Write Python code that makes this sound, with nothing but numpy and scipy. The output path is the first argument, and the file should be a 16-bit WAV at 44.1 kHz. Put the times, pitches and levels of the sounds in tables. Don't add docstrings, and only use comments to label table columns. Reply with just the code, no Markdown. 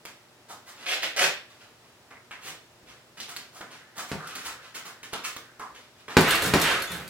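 import sys
import numpy as np
from scipy import signal
from scipy.fft import rfft, irfft, next_fast_len
from scipy.io import wavfile

SR = 44100
rng = np.random.default_rng(int(sys.argv[2]) if len(sys.argv) > 2 else 0)


def to_wav(sig):
    pcm = np.clip(np.atleast_2d(sig), -1, 1) * 32767
    pcm = np.round(pcm).astype(np.int16)
    wavfile.write(sys.argv[1], SR, pcm.T)


N = 312669
TIME = np.arange(N) / SR
STROKE = TIME[:SR // 2]

# (time [s], slap [dB], thump [dB], crack [dB])
GLOVE_HITS = [(4.1158, -18, -17, -38.5), (6.1682, 3.5, 2, -21.5), (6.5374, -4, -1.5, -22.5)]
# (delay [s], height [ratio], width [s])
SLAP_PULSES = [(0, 0.52, 0.0001), (.0021, 0.73, 0.00004), (.0025, 0.55, 0.00011), (.0068, 0.16, 0.00012),
               (.008, .55, .00005), (0.013, 0.19, 0.00014), (0.0267, 0.23, 0.000053)]
# (frequency [Hz], level [dB])
LEATHER_EQ = [(40, -34), (120, 1.5), (280, -1), (500, -2), (900, -3), (1600, -5.5), (3500, -13),
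              (7000, -19.5), (16000, -33)]
# (frequency [Hz], level [dB], t60 [s])
BOOM_MODES = [(55, -52, 0.41), (82.3, -22, 0.27), (102, -25.5, 0.2), (162.3, -18.5, 0.35),
              (205.6, -16, 0.14), (259, -16, 0.12), (292, -22, 0.26), (424, -27.5, 0.22), (447, -33, 0.2),
              (541, -38, 0.14), (692, -24, 0.14), (745, -27, 0.15)]


def glove_hits(low_cut_hz=170, crack_t60=0.31, boom_lag_s=0.00088):
    slaps, cracks, thumps = np.zeros((3, N))
    t = TIME[:SR // 3]
    for s, slap_db, thump_db, crack_db in GLOVE_HITS:
        for delay, height, width in SLAP_PULSES:
            add(slaps, s + delay, -from_db(slap_db) * height * t / width * np.exp(1 - t / width))
        leather = coloured(rng.standard_normal(len(t)), LEATHER_EQ)
        add(cracks, s, leather * from_db(crack_db - 60 * t / crack_t60))
        add(thumps, s + boom_lag_s, from_db([thump_db]))
    boom = sum(from_db(db) * ring(thumps, hz, t60) for hz, db, t60 in BOOM_MODES)
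    return band(slaps, low_cut_hz, 11500, order=1), cracks, boom


# (time [s], level [dB])
CHAIN_CLINKS = [(6.2086, -19), (6.308, -13.5), (6.3524, -20.5), (6.4212, -18.5), (6.439, -23), (6.462, -22),
                (6.599, -22), (6.6161, -15), (6.715, -45), (6.801, -34), (6.8218, -22), (6.9186, -27),
                (7.078, -34)]
# (frequency [Hz], level [dB], t60 [s])
LINK_MODES = [(3680, -2.5, 0.062), (3870, -13, 0.045), (4370, 1.5, 0.044), (5760, -29, 0.058),
              (6840, -24, 0.068), (7100, -14, 0.045), (8800, -8, 0.074), (9530, -11, .03), (9900, -16, .04),
              (11300, -3, 0.044), (11550, -5.5, 0.039), (12300, -11, 0.036), (13000, 2.5, .02),
              (14800, -2, 0.029), (15300, -16, 0.018)]
# (time [s], length [s], pitch [Hz], level [dB])
HOOK_SQUEAKS = [(6.277, 0.03, 12080, -31), (6.87, 0.033, 6880, -44.5), (6.871, 0.06, 3480, -40)]


def chain(tick_db=-2, tick_t60=0.016, ring_db=-9, detune=0.022):
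    out, t = np.zeros(N), TIME[:SR // 4]
    for s, db in CHAIN_CLINKS:
        steel = np.zeros(len(t))
        for hz, mode_db, t60 in LINK_MODES:
            strength, polarity, tuning = rng.standard_normal(3)
            tone = np.sign(polarity) * np.sin(2 * np.pi * hz * (1 + detune * tuning) * t)
            steel += tone * from_db(mode_db + 2 * strength - 60 * t / t60)
        tick = rms_one(band(rng.standard_normal(len(t)), 2100, 12300))
        tick *= from_db(tick_db - 60 * t / tick_t60)
        add(out, s, from_db(db) * (from_db(ring_db) * steel + tick))
    for s, length, hz, db in HOOK_SQUEAKS:
        gate = np.clip(np.minimum(t, length - t) / .003, 0, 1)
        add(out, s, from_db(db) * np.sin(2 * np.pi * hz * t) * gate)
    return out


# (time [s], rumble [dB], chatter [dB])
BAG_DROPS = [(6.413, -30, -28), (6.893, -38, -37)]
# (frequency [Hz], level [dB])
BRACKET_EQ = [(200, -10.5), (420, -5), (850, -7.5), (1300, -2), (1600, -0.5), (2000, -3), (2800, -5.5),
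              (4000, -10.5), (5500, -17.5), (9000, -19.5), (16000, -32)]
# (frequency [Hz], level [dB])
JINGLE_EQ = [(2000, -2), (4000, 9.5), (7000, 10), (12000, 7), (16000, -11)]
# (frequency [Hz], level [dB])
JOIST_EQ = [(25, -31), (55, -14), (95, -5.5), (130, -1), (175, 2), (260, -12), (450, -6.5), (900, -28)]


def ceiling_mount(chatter_db=-24.5, clash_db=-27, clash_hz=2200, jolt_db=-30, jingle_t60=0.19):
    chatter, clash, rumble = np.zeros((3, N))
    for s, *_ in GLOVE_HITS[1:]:
        swing = swell(TIME - s, rise_s=0.11, hold_s=0.068, fade_t60=0.56)
        chatter += from_db(chatter_db) * swing
        clash += from_db(clash_db) * swing ** 3
        rumble += from_db(jolt_db) * swell(TIME - s, rise_s=0.01, fade_t60=0.21)
    for s, drop_rumble_db, drop_chatter_db in BAG_DROPS:
        load = swell(TIME - s, rise_s=0.011, hold_s=0.033, fade_t60=0.65)
        chatter = np.hypot(chatter, from_db(drop_chatter_db) * load)
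        rumble = np.hypot(rumble, from_db(drop_rumble_db) * load)
    jingle = from_db(-18) * chatter
    for s, db in CHAIN_CLINKS:
        add(jingle, s, from_db(db - 18.5 - 60 * STROKE / jingle_t60))
    bracket = chatter * coloured(grains(N, 5000, 0.95), BRACKET_EQ)
    bracket_ring = rms_one(ring(grains(N, 3400, 2.5), hz=1450, t60=0.0074))
    bracket += from_db(-14) * chatter ** 0.83 * bracket_ring
    steel = clash * rms_one(band(grains(N, 2500, 1.3), clash_hz / 1.8, clash_hz * 1.54))
    links = jingle * coloured(grains(N, 450, 2.7), JINGLE_EQ)
    joists = rumble * coloured(rng.standard_normal(N), JOIST_EQ)
    return bracket + steel + links + joists


# (time [s], length [s], start level [dB], end level [dB], centre [Hz], hiss [dB], body [dB])
STRAP_RIPS = [(0.859, 0.08, -30.5, -25, 2550, -8, -12.5), (1.022, 0.0095, -28, -24, 2490, -12.5, -12.5),
              (1.161, 0.075, -28, -19, 2030, -3, -8)]


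def straps():
    out = np.zeros(N)
    for s, length, start_db, end_db, hz, hiss_db, body_db in STRAP_RIPS:
        pull = from_db(np.interp(STROKE, [0, length], [start_db, end_db]))
        crackle = friction(hz, hiss_db, body_db, per_s=1500, spread_db=3.0, width=1.484,
                           body_hz=(450, 800), body_order=1)
        add(out, s, crackle * pull * swell(STROKE, rise_s=0.0021, hold_s=length, fade_t60=0.19))
    return out


# (time [s], snap [dB], brush [dB], centre [Hz], hiss [dB], body [dB])
CONTACT_PATS = [(.053, -23, -44.5, 1700, -3, -8), (1.033, -17, -37, 2510, -2, -6.5),
                (2.107, -33, -47.5, 1280, -16, -4), (2.31, -23, -38, 1620, -16.5, -22),
                (3.2019, -21, -36, 3300, -7.5, -16), (3.3644, -21.5, -42.5, 2130, -0.5, -8),
                (3.609, -24.5, -43, 1250, -10, -2), (3.981, -26.5, -42, 1480, -0.5, -6),
                (4.272, -34, -52, 1400, 7, -16), (4.353, -23.5, -38, 1710, 0, -10),
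                (5.031, -29.5, -43.5, 1700, -0.5, -10), (5.1321, -14.5, -36, 1130, -7, -5.5),
                (5.365, -23, -48, 1440, -1, -7), (5.596, -22, -38, 1130, -12.5, -10.5),
                (6.081, -25, -35, 1260, -14, -7)]
# (frequency [Hz], level [dB])
SHEEN_EQ = [(300, -40), (1500, -32), (3000, 2), (5500, 1), (8000, 1.5), (12000, -8), (16000, -9.5)]


def pats(snap_t60=0.0057):
    out, touch = np.zeros(N), signal.unit_impulse(len(STROKE))
    for s, snap_db, brush_db, hz, hiss_db, body_db in CONTACT_PATS:
        click = ring(touch, hz, t60=0.0018) + from_db(hiss_db + 3) * band(touch, 5000, 16000)
        add(out, s, from_db(snap_db - 1.5) * click)
        for delay_s, trim_db, pitch_ratio in ((0, -3, 1), (0.0044, -2, 1.56)):
            snap = friction(hz * pitch_ratio, hiss_db, body_db, per_s=30000, spread_db=-1.5,
                            width=1.39, hiss_eq=SHEEN_EQ)
            add(out, s + delay_s, snap * from_db(snap_db + trim_db - 60 * STROKE / snap_t60))
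        brush = friction(hz, hiss_db, body_db, per_s=3700, spread_db=5.0, width=1.64)
        add(out, s, brush * from_db(brush_db) * swell(STROKE, rise_s=0.0032, fade_t60=0.32))
    return out


# (time [s], rise [s], level [dB], centre [Hz], body [dB])
SLIDE_SWISHES = [(.481, 0.025, -42.5, 1050, -8), (.655, 0.036, -45, 1350, -25),
                 (2.405, 0.079, -39, 1830, -7.5), (3.274, 0.021, -40, 1370, -14),
                 (3.515, 0.059, -46, 1110, -9), (3.951, 0.047, -36.5, 1250, -10),
                 (4.07, 0.03, -42.5, 1510, -17), (4.375, 0.036, -44, 1630, -17),
                 (4.443, 0.019, -33.5, 1520, -22), (4.741, 0.013, -36.5, 1800, -9.5),
                 (4.849, 0.008, -39.5, 1430, -9), (5.234, 0.016, -31.5, 1740, -19)]


def slides():
    out = np.zeros(N)
    for s, rise_s, db, hz, body_db in SLIDE_SWISHES:
        swish = friction(hz, hiss_db=0.26, body_db=body_db, per_s=8000, spread_db=3.5,
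                         width=1.64, hiss_eq=SHEEN_EQ)
        add(out, s, swish * from_db(db) * swell(STROKE, rise_s, fade_t60=0.25))
    return out


# (time [s], t60 [s], level [dB], centre [Hz])
RUB_SCUFFS = [(.495, 0.3, -47, 935), (2.108, 0.27, -47.5, 2000), (3.75, 0.78, -52, 1710),
              (4.18, 0.85, -38.5, 1350), (4.451, 0.87, -45, 1490), (4.869, .9, -54, 1600),
              (5.134, 0.082, -29.5, 1300), (5.136, 0.091, -29, 3440), (5.4, 0.99, -53.5, 1590),
              (5.596, 0.29, -36, 1050)]


def rubs(rise_share=0.023):
    out = np.zeros(N)
    for s, t60, db, hz in RUB_SCUFFS:
        scuff = friction(hz, hiss_db=-15, body_db=-16, per_s=2500, spread_db=5.0, width=1.16)
        add(out, s, scuff * from_db(db) * swell(STROKE, rise_share * t60, t60))
    return out


# (time [s], rise [s], level [dB])
SLEEVE_RUSTLES = [(.73, 0.1, -44), (1.498, 0.0047, -52), (1.589, 0.024, -50.5), (1.741, 0.13, -60.5),
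                  (2.856, .037, -48), (3.168, 0.008, -42.5), (3.7, 0.019, -43.5), (4.19, 0.13, -43),
                  (4.6, 0.05, -47), (5.124, 0.0019, -38), (5.744, 0.0087, -45.5), (5.96, 0.037, -54.5),
                  (6.095, 0.011, -38.5)]


def sleeves():
    out = np.zeros(N)
    for s, rise_s, db in SLEEVE_RUSTLES:
        cloth = friction(hz=1860, hiss_db=-6, body_db=-10.5, per_s=4000, spread_db=3.5, width=1.92)
        add(out, s, cloth * from_db(db) * swell(STROKE, rise_s, fade_t60=0.36))
    return out


# (time [s], thud [dB], floor ring [dB])
MAT_STEPS = [(1.239, -58, -41), (2.478, -64, -50.5), (2.821, -53.5, -55), (4.13, -46, -26.5),
             (4.44, -49.5, -59), (5.298, -59, -66), (5.691, -57, -57)]
# (frequency [Hz], level [dB])
THUD_EQ = [(25, -29), (55, 2), (100, -5), (170, -13), (260, -7.5), (500, 3.5), (1200, -38)]


def footsteps(floor_hz=162.6, floor_t60=0.16):
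    thuds, landings = np.zeros((2, N))
    for s, db, ring_db in MAT_STEPS:
        thud = coloured(rng.standard_normal(len(STROKE)), THUD_EQ)
        add(thuds, s, thud * from_db(db) * swell(STROKE, rise_s=0.0099, fade_t60=0.6))
        add(landings, s, from_db([ring_db]))
    return thuds + band(ring(landings, floor_hz, floor_t60), 90, 600, order=1)


# (frequency [Hz], level [dB])
FIBRE_EQ = [(300, -42), (1000, -85), (3000, 1.5), (5500, 2), (8000, -0.5), (12000, -9), (16000, -17)]


def friction(hz, hiss_db, body_db, per_s, spread_db, width,
             body_hz=(170, 790), body_order=2, hiss_eq=FIBRE_EQ):
    size = len(STROKE)
    resonance = rms_one(band(grains(size, per_s, spread_db), hz / width, hz * width))
    hiss = coloured(grains(size, per_s, spread_db), hiss_eq)
    body = rms_one(band(rng.standard_normal(size), *body_hz, order=body_order))
    return resonance + from_db(hiss_db) * hiss + from_db(body_db) * body


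# (frequency [Hz], t60 [s])
REVERB_DECAY = [(100, 0.24), (500, 0.35), (1500, 0.37), (4000, 0.4), (9000, 0.2), (16000, 0.32)]
# (frequency [Hz], level [dB])
REVERB_EQ = [(100, 0.5), (2500, -0.5), (7000, -1.5), (16000, -1.5)]


def garage_tail(build_s=0.00053, energy_db=-1.0):
    t = TIME[:SR * 2 // 5]
    tail = np.zeros((2, len(t)))
    for hz, noise in diffuse_bands(len(t)):
        t60 = at_hz(REVERB_DECAY, hz)
        tail += noise * from_db(at_hz(REVERB_EQ, hz) - 60 * t / t60) / np.sqrt(t60)
    tail *= 1 - np.exp(-t / build_s)
    return from_db(energy_db) * rms_one(tail) / np.sqrt(len(t))


def in_garage(x, direct_db, room_db, left_lag_s, sway_hz):
    direct = np.array([np.interp(TIME - left_lag_s, TIME, x), x])
    sway = 2 * np.pi * sway_hz * TIME
    room = sum(signal.fftconvolve((x * share)[None], garage_tail(), axes=1)[:, :N]
               for share in (np.cos(sway), np.sin(sway)))
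    return from_db(direct_db) * direct + from_db(room_db) * room


# (frequency [Hz], level [dB])
AIR_EQ = [(25, -32), (120, -7), (210, -13), (300, -10.5), (600, -11), (5000, -20), (16000, -32)]
# (frequency [Hz], rms level [dB])
HUM_PARTIALS = [(119.5, -72), (240.5, -73.5), (360.5, -74), (599, -72.5)]


def room_tone(air_db=-57):
    air = rms_one(sum(from_db(at_hz(AIR_EQ, hz)) * noise for hz, noise in diffuse_bands(N)))
    hum = sum(np.sqrt(2) * from_db(db) * np.sin(2 * np.pi * (hz * TIME + rng.random()))
              for hz, db in HUM_PARTIALS)
    return from_db(air_db) * air + hum


# (frequency [Hz], side minus mid [dB])
STEREO_WIDTH = [(50, -35), (120, -8), (280, -12.5), (700, -6.5), (1400, -6.5), (2800, 2.5), (6000, -1.5),
                (14000, 1.5)]


def diffuse_bands(size):
    edges = 22 * 2 ** (np.arange(21) / 2)
    white = rng.standard_normal((2, 2, size))
    for k, (low, high) in enumerate(zip(edges, edges[1:])):
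        mid, side = band(white[k % 2], low, high)
        hz = np.sqrt(low * high)
        width = from_db(at_hz(STEREO_WIDTH, hz))
        yield hz, np.array([mid + width * side, mid - width * side]) / np.hypot(1, width)


def grains(size, per_s, spread_db):
    strength = from_db(spread_db * np.minimum(rng.exponential(1, size), 4))
    return rms_one(strength * rng.choice([-1, 1], size) * (rng.random(size) < per_s / SR))


def ring(clicks, hz, t60):
    r, w = from_db(-60 / (t60 * SR)), 2 * np.pi * hz / SR
    return signal.lfilter([0, np.sin(w)], [1, -2 * r * np.cos(w), r * r], clicks + 1e-18)


def swell(t, rise_s, fade_t60, hold_s=0):
    return np.clip(t / rise_s, 0, 1) * from_db(-60 * np.maximum(t - rise_s - hold_s, 0) / fade_t60)


def coloured(x, eq):
    size = next_fast_len(len(x))
    gain = from_db(at_hz(eq, np.fft.rfftfreq(size, 1 / SR)))
    return rms_one(irfft(rfft(x, size) * gain, size)[:len(x)])


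def band(x, low_hz, high_hz, order=2):
    sos = signal.butter(order, [low_hz, min(high_hz, SR * 9 / 20)], "band", fs=SR, output="sos")
    return signal.sosfilt(sos, x + 1e-18)


def at_hz(points, hz):
    f, value = np.transpose(points)
    return np.interp(np.log(hz + 1e-3), np.log(f), value)


def add(out, s, sound):
    i = max(round(s * SR), 0)
    out[i:i + len(sound)] += sound[:max(N - i, 0)]


def from_db(db):
    return 10 ** (np.asarray(db) / 20)


def rms_one(x):
    return x / np.sqrt(np.mean(x ** 2) + 1e-20)


def scene(pan_db=0.53):
    slaps, cracks, boom = glove_hits()
    moves = slides() + sleeves() + rubs() + straps() + footsteps()
    boxer = in_garage(moves, direct_db=-4.0, room_db=-2.5, left_lag_s=.00007, sway_hz=6)
    boxer += in_garage(pats(), direct_db=-3.0, room_db=-3.5, left_lag_s=.00007, sway_hz=3.1)
    hardware = chain() + ceiling_mount()
    hardware = in_garage(hardware, direct_db=-3.0, room_db=-2.0, left_lag_s=.00001, sway_hz=8)
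    punches = in_garage(slaps + cracks, direct_db=3.5, room_db=2.5, left_lag_s=0, sway_hz=0.6975)
    punches = band(punches + boom, 99, 20000)
    return (boxer + hardware) * from_db([[-pan_db], [pan_db]]) + punches + room_tone()


def record(dry, stopband_hz=16800):
    low_pass = signal.cheby2(16, 60, stopband_hz, fs=SR, output="sos")
    return signal.sosfilt(low_pass, np.clip(dry, -1, 1))


dry = scene()
out = record(dry)
to_wav(out)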